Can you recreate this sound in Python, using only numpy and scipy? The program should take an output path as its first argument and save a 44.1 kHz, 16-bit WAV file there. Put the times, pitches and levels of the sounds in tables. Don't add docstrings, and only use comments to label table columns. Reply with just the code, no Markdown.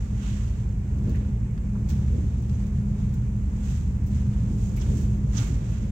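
import sys
import numpy as np
from scipy import signal
from scipy.fft import rfft, irfft, next_fast_len
from scipy.io import wavfile
from scipy.ndimage import uniform_filter1d

SR = 44100
rng = np.random.default_rng(int(sys.argv[2]) if len(sys.argv) > 2 else 0)


def digitize_waveform(pressure):
    field = np.atleast_2d(pressure).T
    bounded = np.clip(field, -1, 1)
    quanta = np.round(bounded * 32767).astype(np.int16)
    wavfile.write(sys.argv[1], SR, quanta)


N = 260631
T = np.arange(N) / SR
MARGIN = 4096
FREQS = np.fft.rfftfreq(2 * next_fast_len(N // 2 + MARGIN + 1), 1 / SR)
TOP_HZ = 15900


def undb(db):
    return 10 ** (np.asarray(db) / 20)


def unit(x):
    return x / np.sqrt(np.mean(np.abs(x) ** 2))


def curves(table):
    times, *columns = np.transpose(table)
    return [np.interp(T, times, column) for column in columns]


def response(points):
    hz, db = np.transpose(points)
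    return undb(np.interp(np.log(FREQS + 1), np.log(hz), db))


def lowpass(cutoff_hz, order):
    return 1 / (1 + (FREQS / cutoff_hz) ** order)


def resonance(centre_hz, half_width_hz):
    return 1 / (1 + ((FREQS - centre_hz) / half_width_hz) ** 2)


def shape(x, gain):
    size = 2 * (len(FREQS) - 1)
    padded = np.pad(x, [(0, 0)] * (x.ndim - 1) + [(MARGIN, MARGIN)], mode="reflect")
    return irfft(rfft(padded, size) * gain, size)[..., MARGIN:MARGIN + N]


def walk(rate_hz):
    hold = int(SR / rate_hz)
    steps = np.repeat(rng.standard_normal(N // hold + 2), hold)
    return unit(uniform_filter1d(uniform_filter1d(steps, hold), hold)[:N])


def diffuse(spectrum, mic_gap_m=0.16):
    likeness = np.sinc(2 * FREQS * mic_gap_m / 343)
    mid = shape(rng.standard_normal(N), response(spectrum) * np.sqrt(1 + likeness))
    side = shape(rng.standard_normal(N), response(spectrum) * np.sqrt(1 - likeness))
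    return unit(np.array([mid + side, mid - side]))


def tone(hz, waver, rate_hz):
    wander = unit(1 + waver * (walk(rate_hz) + 1j * walk(rate_hz)))
    return np.sqrt(2) * np.real(wander * np.exp(2j * np.pi * (hz * T + rng.random())))


def decay(start_s, t60_s):
    age = T - start_s
    return (age >= 0) * np.exp(-np.log(1000) * np.clip(age / t60_s, 0, 10))


def swell(peak_s, rise_s, fall_s, roundness=0.47):
    age = T - peak_s
    spans = age / np.where(age < 0, rise_s, fall_s)
    return np.exp(roundness - np.hypot(roundness, np.clip(spans, -20, 20)))


# pitch_hz, level_db, waver_ratio
DRONE_TONES = [(47.1, -33.5, 0.13), (54.66, -35.5, 0.6), (59, -34.5, 0.15), (100, -38.5, 0.2),
               (110.8, -37, 0.11), (162.7, -51.5, 0.4), (192.1, -49.5, 1), (258.5, -70.5, 0.2),
               (285.6, -67, 0.38)]
# pitch_hz, level_db, waver_ratio, beat_period_s, crest_s, beat_depth_ratio
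BEATING_HUMS = [(73.83, -32, 0.21, 1.0, 1.02, 0.21), (117.3, -34, 0.36, .465, 0.08, 0.19),
                (203.8, -36.5, 0.14, 0.8197, 0.28, 0.43)]
# time_s, hum_gain_db, shudder_gain_db
CARRIAGE_DRIVE = [(0, -3, 0), (.8, -4, -0.5), (1.05, -0.1, 3.5), (1.55, -2, -2), (1.9, 1.8, 3),
                  (2.4, -0.5, 1), (2.9, 1, 1.5), (3.3, -1, -1), (4.05, 1.5, 0), (4.9, 1.25, 3.5),
                  (5.9, -1, 2.5)]


def running_gear():
    drone = sum(undb(db) * tone(hz, waver, rate_hz=2.967) for hz, db, waver in DRONE_TONES)
    hums = np.zeros(N)
    for pitch_hz, level_db, waver, period_s, crest_s, depth in BEATING_HUMS:
        beat = np.abs(1 + depth * np.exp(2j * np.pi * (T - crest_s) / period_s))
        hums += undb(level_db) * beat * tone(pitch_hz, waver, rate_hz=6)
    hum_gain_db, _ = curves(CARRIAGE_DRIVE)
    return drone + undb(hum_gain_db) * hums


# freq_hz, gain_db
SHELL_SPECTRUM = [(10, -18), (30, -10.5), (42, -8), (62, -4.5), (82, 1.5), (94, -4), (125, 2), (145, -2),
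                  (172, -5), (190, -4), (230, -10.5), (300, -33), (500, -59.5)]
# freq_hz, gain_db
PANEL_SPECTRUM = [(120, -10.5), (230, 1.5), (278, 2), (310, -4), (425, -7), (480, -10), (560, -13.5),
                  (720, -19), (1200, -23), (3000, -47)]


def cabin(wheel_turn_hz=8.4, rumble_db=-29.5, shudder_db=-47.5):
    hum_gain_db, shudder_gain_db = curves(CARRIAGE_DRIVE)
    throb = 1 + 0.21 * np.cos(2 * np.pi * (wheel_turn_hz * T + 0.2 * walk(1.8)))
    rumble = diffuse(SHELL_SPECTRUM) * throb * undb(rumble_db + 0.86 * hum_gain_db)
    shudder = diffuse(PANEL_SPECTRUM) * undb(shudder_db + shudder_gain_db)
    return rumble + shudder


# peak_s, shudder_db, boom_db
ROUGH_SPOTS = [(1.081, -37.5, -27.5), (2.16, -36.5, -28.5), (4.5, -41, -36), (4.909, -37, -24.5),
               (5.52, -45.5, -34)]


def jolts():
    boom = diffuse(SHELL_SPECTRUM)
    shudder = shape(diffuse(PANEL_SPECTRUM), lowpass(630, order=6))
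    out = np.zeros((2, N))
    for peak_s, shudder_db, boom_db in ROUGH_SPOTS:
        shake = undb(shudder_db) * shudder + undb(boom_db) * boom
        out += swell(peak_s, rise_s=0.025, fall_s=0.062) * shake
    return out


# peak_s, level_db, rise_s, fall_s, brightness_db
SLEEVE_STROKES = [(.03, -56, 0.11, 0.078, -2), (.275, -47.5, 0.082, 0.2, -2),
                  (1.13, -58.5, 0.088, 0.15, -7), (1.96, -57.5, 0.053, 0.55, -2.5),
                  (2.58, -58.5, 0.097, 0.088, -2), (3.01, -59, 0.043, .1, -5),
                  (3.72, -47.5, 0.094, .095, 0), (4.13, -52.5, 0.031, 0.12, -1.5),
                  (4.36, -57, 0.062, 0.16, -2.5), (4.64, -50, 0.1, 0.12, 2), (4.82, -48, .03, 0.21, -1),
                  (4.99, -48.5, .06, 0.066, 3.5), (5.38, -39.5, 0.034, 0.095, -1),
                  (5.72, -53, 0.13, 0.18, -3.5)]


def sleeve(rest_db=-64, fidget_db=-1.8):
    power = undb(rest_db + fidget_db * walk(4.8)) ** 2
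    weighted_brightness = np.zeros(N)
    for peak_s, level_db, rise_s, fall_s, brightness_db in SLEEVE_STROKES:
        stroke_power = (undb(level_db) * swell(peak_s, rise_s, fall_s)) ** 2
        power += stroke_power
        weighted_brightness += brightness_db * stroke_power
    return np.sqrt(power), weighted_brightness / power


# freq_hz, gain_db
NYLON_SPECTRUM = [(300, -17), (800, 1), (1500, 5), (3000, 0.5), (5000, -4.5), (8000, 1.5), (12000, -4.5),
                  (16000, -12)]


def jacket():
    strength, brightness_db = sleeve()
    friction = diffuse(NYLON_SPECTRUM)
    friction *= unit(undb(0.61 * walk(70) + 1.4 * walk(900)))
    rub = shape(friction, lowpass(4000, order=6))
    crisp = shape(friction, 1 - lowpass(9000, order=8))
    swish = friction - rub - crisp
    rub *= undb(-2.5 - 1.32 * brightness_db)
    crisp *= undb(1.2 * brightness_db)
    return strength * (rub + undb(-3) * swish + crisp)


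# peak_s, level_db, centre_hz, half_width_hz, length_s
FOLD_SCUFFS = [(0.27, -56, 2930, 550, 0.11), (1.156, -49, 1940, 400, 0.018),
               (4.78, -48.5, 2360, 300, 0.015), (4.825, -52, 3240, 400, 0.016),
               (4.815, -52, 5800, 900, 0.011), (5.378, -40.5, 5960, 1200, 0.016),
               (5.388, -46, 3300, 600, 0.017)]


def scuffs():
    out = np.zeros((2, N))
    noise = rng.standard_normal((2, N))
    for peak_s, level_db, centre_hz, half_width_hz, length_s in FOLD_SCUFFS:
        rasp = unit(shape(noise, resonance(centre_hz, half_width_hz)))
        envelope = np.exp(-2 * ((T - peak_s) / length_s) ** 2)
        out += undb(level_db) * rasp * envelope
    return out


# start_s, level_db, t60_s, tilt_db_per_octave
JACKET_TICKS = [(.985, -47, .012, 3), (1.04, -44, 0.017, 9), (1.095, -42, 0.025, 5), (1.157, -45, 0.016, 2),
                (1.578, -42.5, 0.017, -10), (1.752, -48, 0.18, -27), (1.888, -47, 0.35, -1),
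                (1.893, -42, .045, 19), (1.901, -46.5, 0.058, -3), (2.423, -41, .012, 9),
                (2.496, -48.5, .03, -4), (2.667, -43, .01, 3), (3.139, -43.5, .035, 5),
                (4.064, -48, 0.23, 7), (4.764, -45.5, 0.16, 3), (5.014, -56, .03, -2)]


def ticks():
    out = np.zeros((2, N))
    octaves = np.log2(np.clip(FREQS, 1200, TOP_HZ) / 1200)
    low_cut = 1 - lowpass(900, order=2)
    noise = rng.standard_normal((2, N))
    for start_s, level_db, t60_s, tilt_db in JACKET_TICKS:
        crack = unit(shape(noise, low_cut * undb(tilt_db * octaves)))
        out += undb(level_db) * decay(start_s, t60_s) * crack
    return out * undb([[2.5], [-1.5]])


# start_s, level_db
PULL_KNOCKS = [(4.408, -70), (4.765, -48), (5.014, -52), (5.152, -59), (5.466, -48), (5.712, -55)]


def zip_pull():
    ring = unit(shape(rng.standard_normal((2, N)), resonance(centre_hz=12100, half_width_hz=300)))
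    return ring * sum(undb(level_db) * decay(start_s, t60_s=0.09) for start_s, level_db in PULL_KNOCKS)


# freq_hz, gain_db
AIR_SPECTRUM = [(200, 5.5), (600, -2.5), (940, 3), (1150, -1), (1700, -0.5), (2400, -3.5), (3200, -15.5),
                (5000, -35.5), (8000, -10.5), (16000, -26)]


def airflow(level_db=-55.5):
    air = diffuse(AIR_SPECTRUM)
    rush = shape(air, lowpass(1300, order=4))
    hiss = air - rush
    gusty = rush * undb(1.1 * walk(13)) + hiss * undb(0.9 * walk(17))
    return undb(level_db) * gusty


def reflections(send):
    size = int(0.25 * SR)
    tail = rng.standard_normal((2, size)) * decay(start_s=0.0037, t60_s=0.037)[:size]
    tail /= np.sqrt(np.sum(tail ** 2, axis=1, keepdims=True))
    return signal.fftconvolve(send, tail, axes=1)[:, :N]


def scene():
    cloth = jacket() + scuffs()
    knocks = ticks() + zip_pull()
    echoes = reflections(undb(-10) * cloth + undb(-8) * knocks)
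    return running_gear() + cabin() + jolts() + airflow() + cloth + knocks + echoes


# freq_hz, gain_db
LEFT_PORT_EQ = [(200, 0), (400, 1.4), (1000, -1), (2000, -5.5), (3500, -2), (5000, -2), (6600, -9),
                (8000, -0.5), (9000, -9), (10000, -27), (12000, -10), (16000, -3.5)]
# freq_hz, gain_db
RIGHT_PORT_EQ = [(200, 0.5), (400, 4), (1000, 1.3), (2000, 1), (3400, 4), (4500, 2.5), (6300, 10),
                 (7200, 8), (8100, -3.5), (9000, -13.5), (10000, -14), (12000, -9), (14000, -9.5)]


def record(dry, hiss_db=-73.5, draught_db=-53, edge_fade_s=0.006):
    coloured = shape(dry, np.array([response(LEFT_PORT_EQ), response(RIGHT_PORT_EQ)]))
    hiss = undb(hiss_db) * rng.standard_normal((2, N))
    draught = undb(draught_db) * unit(shape(rng.standard_normal((2, N)), lowpass(110, order=2)))
    edge_fade = np.clip(np.minimum(T, T[-1] - T) / edge_fade_s, 0, 1)
    high_cut = signal.ellip(10, 0.2, 70, TOP_HZ, fs=SR, output="sos")
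    return signal.sosfilt(high_cut, (coloured + hiss + draught) * edge_fade)


dry = scene()
out = record(dry)
digitize_waveform(out)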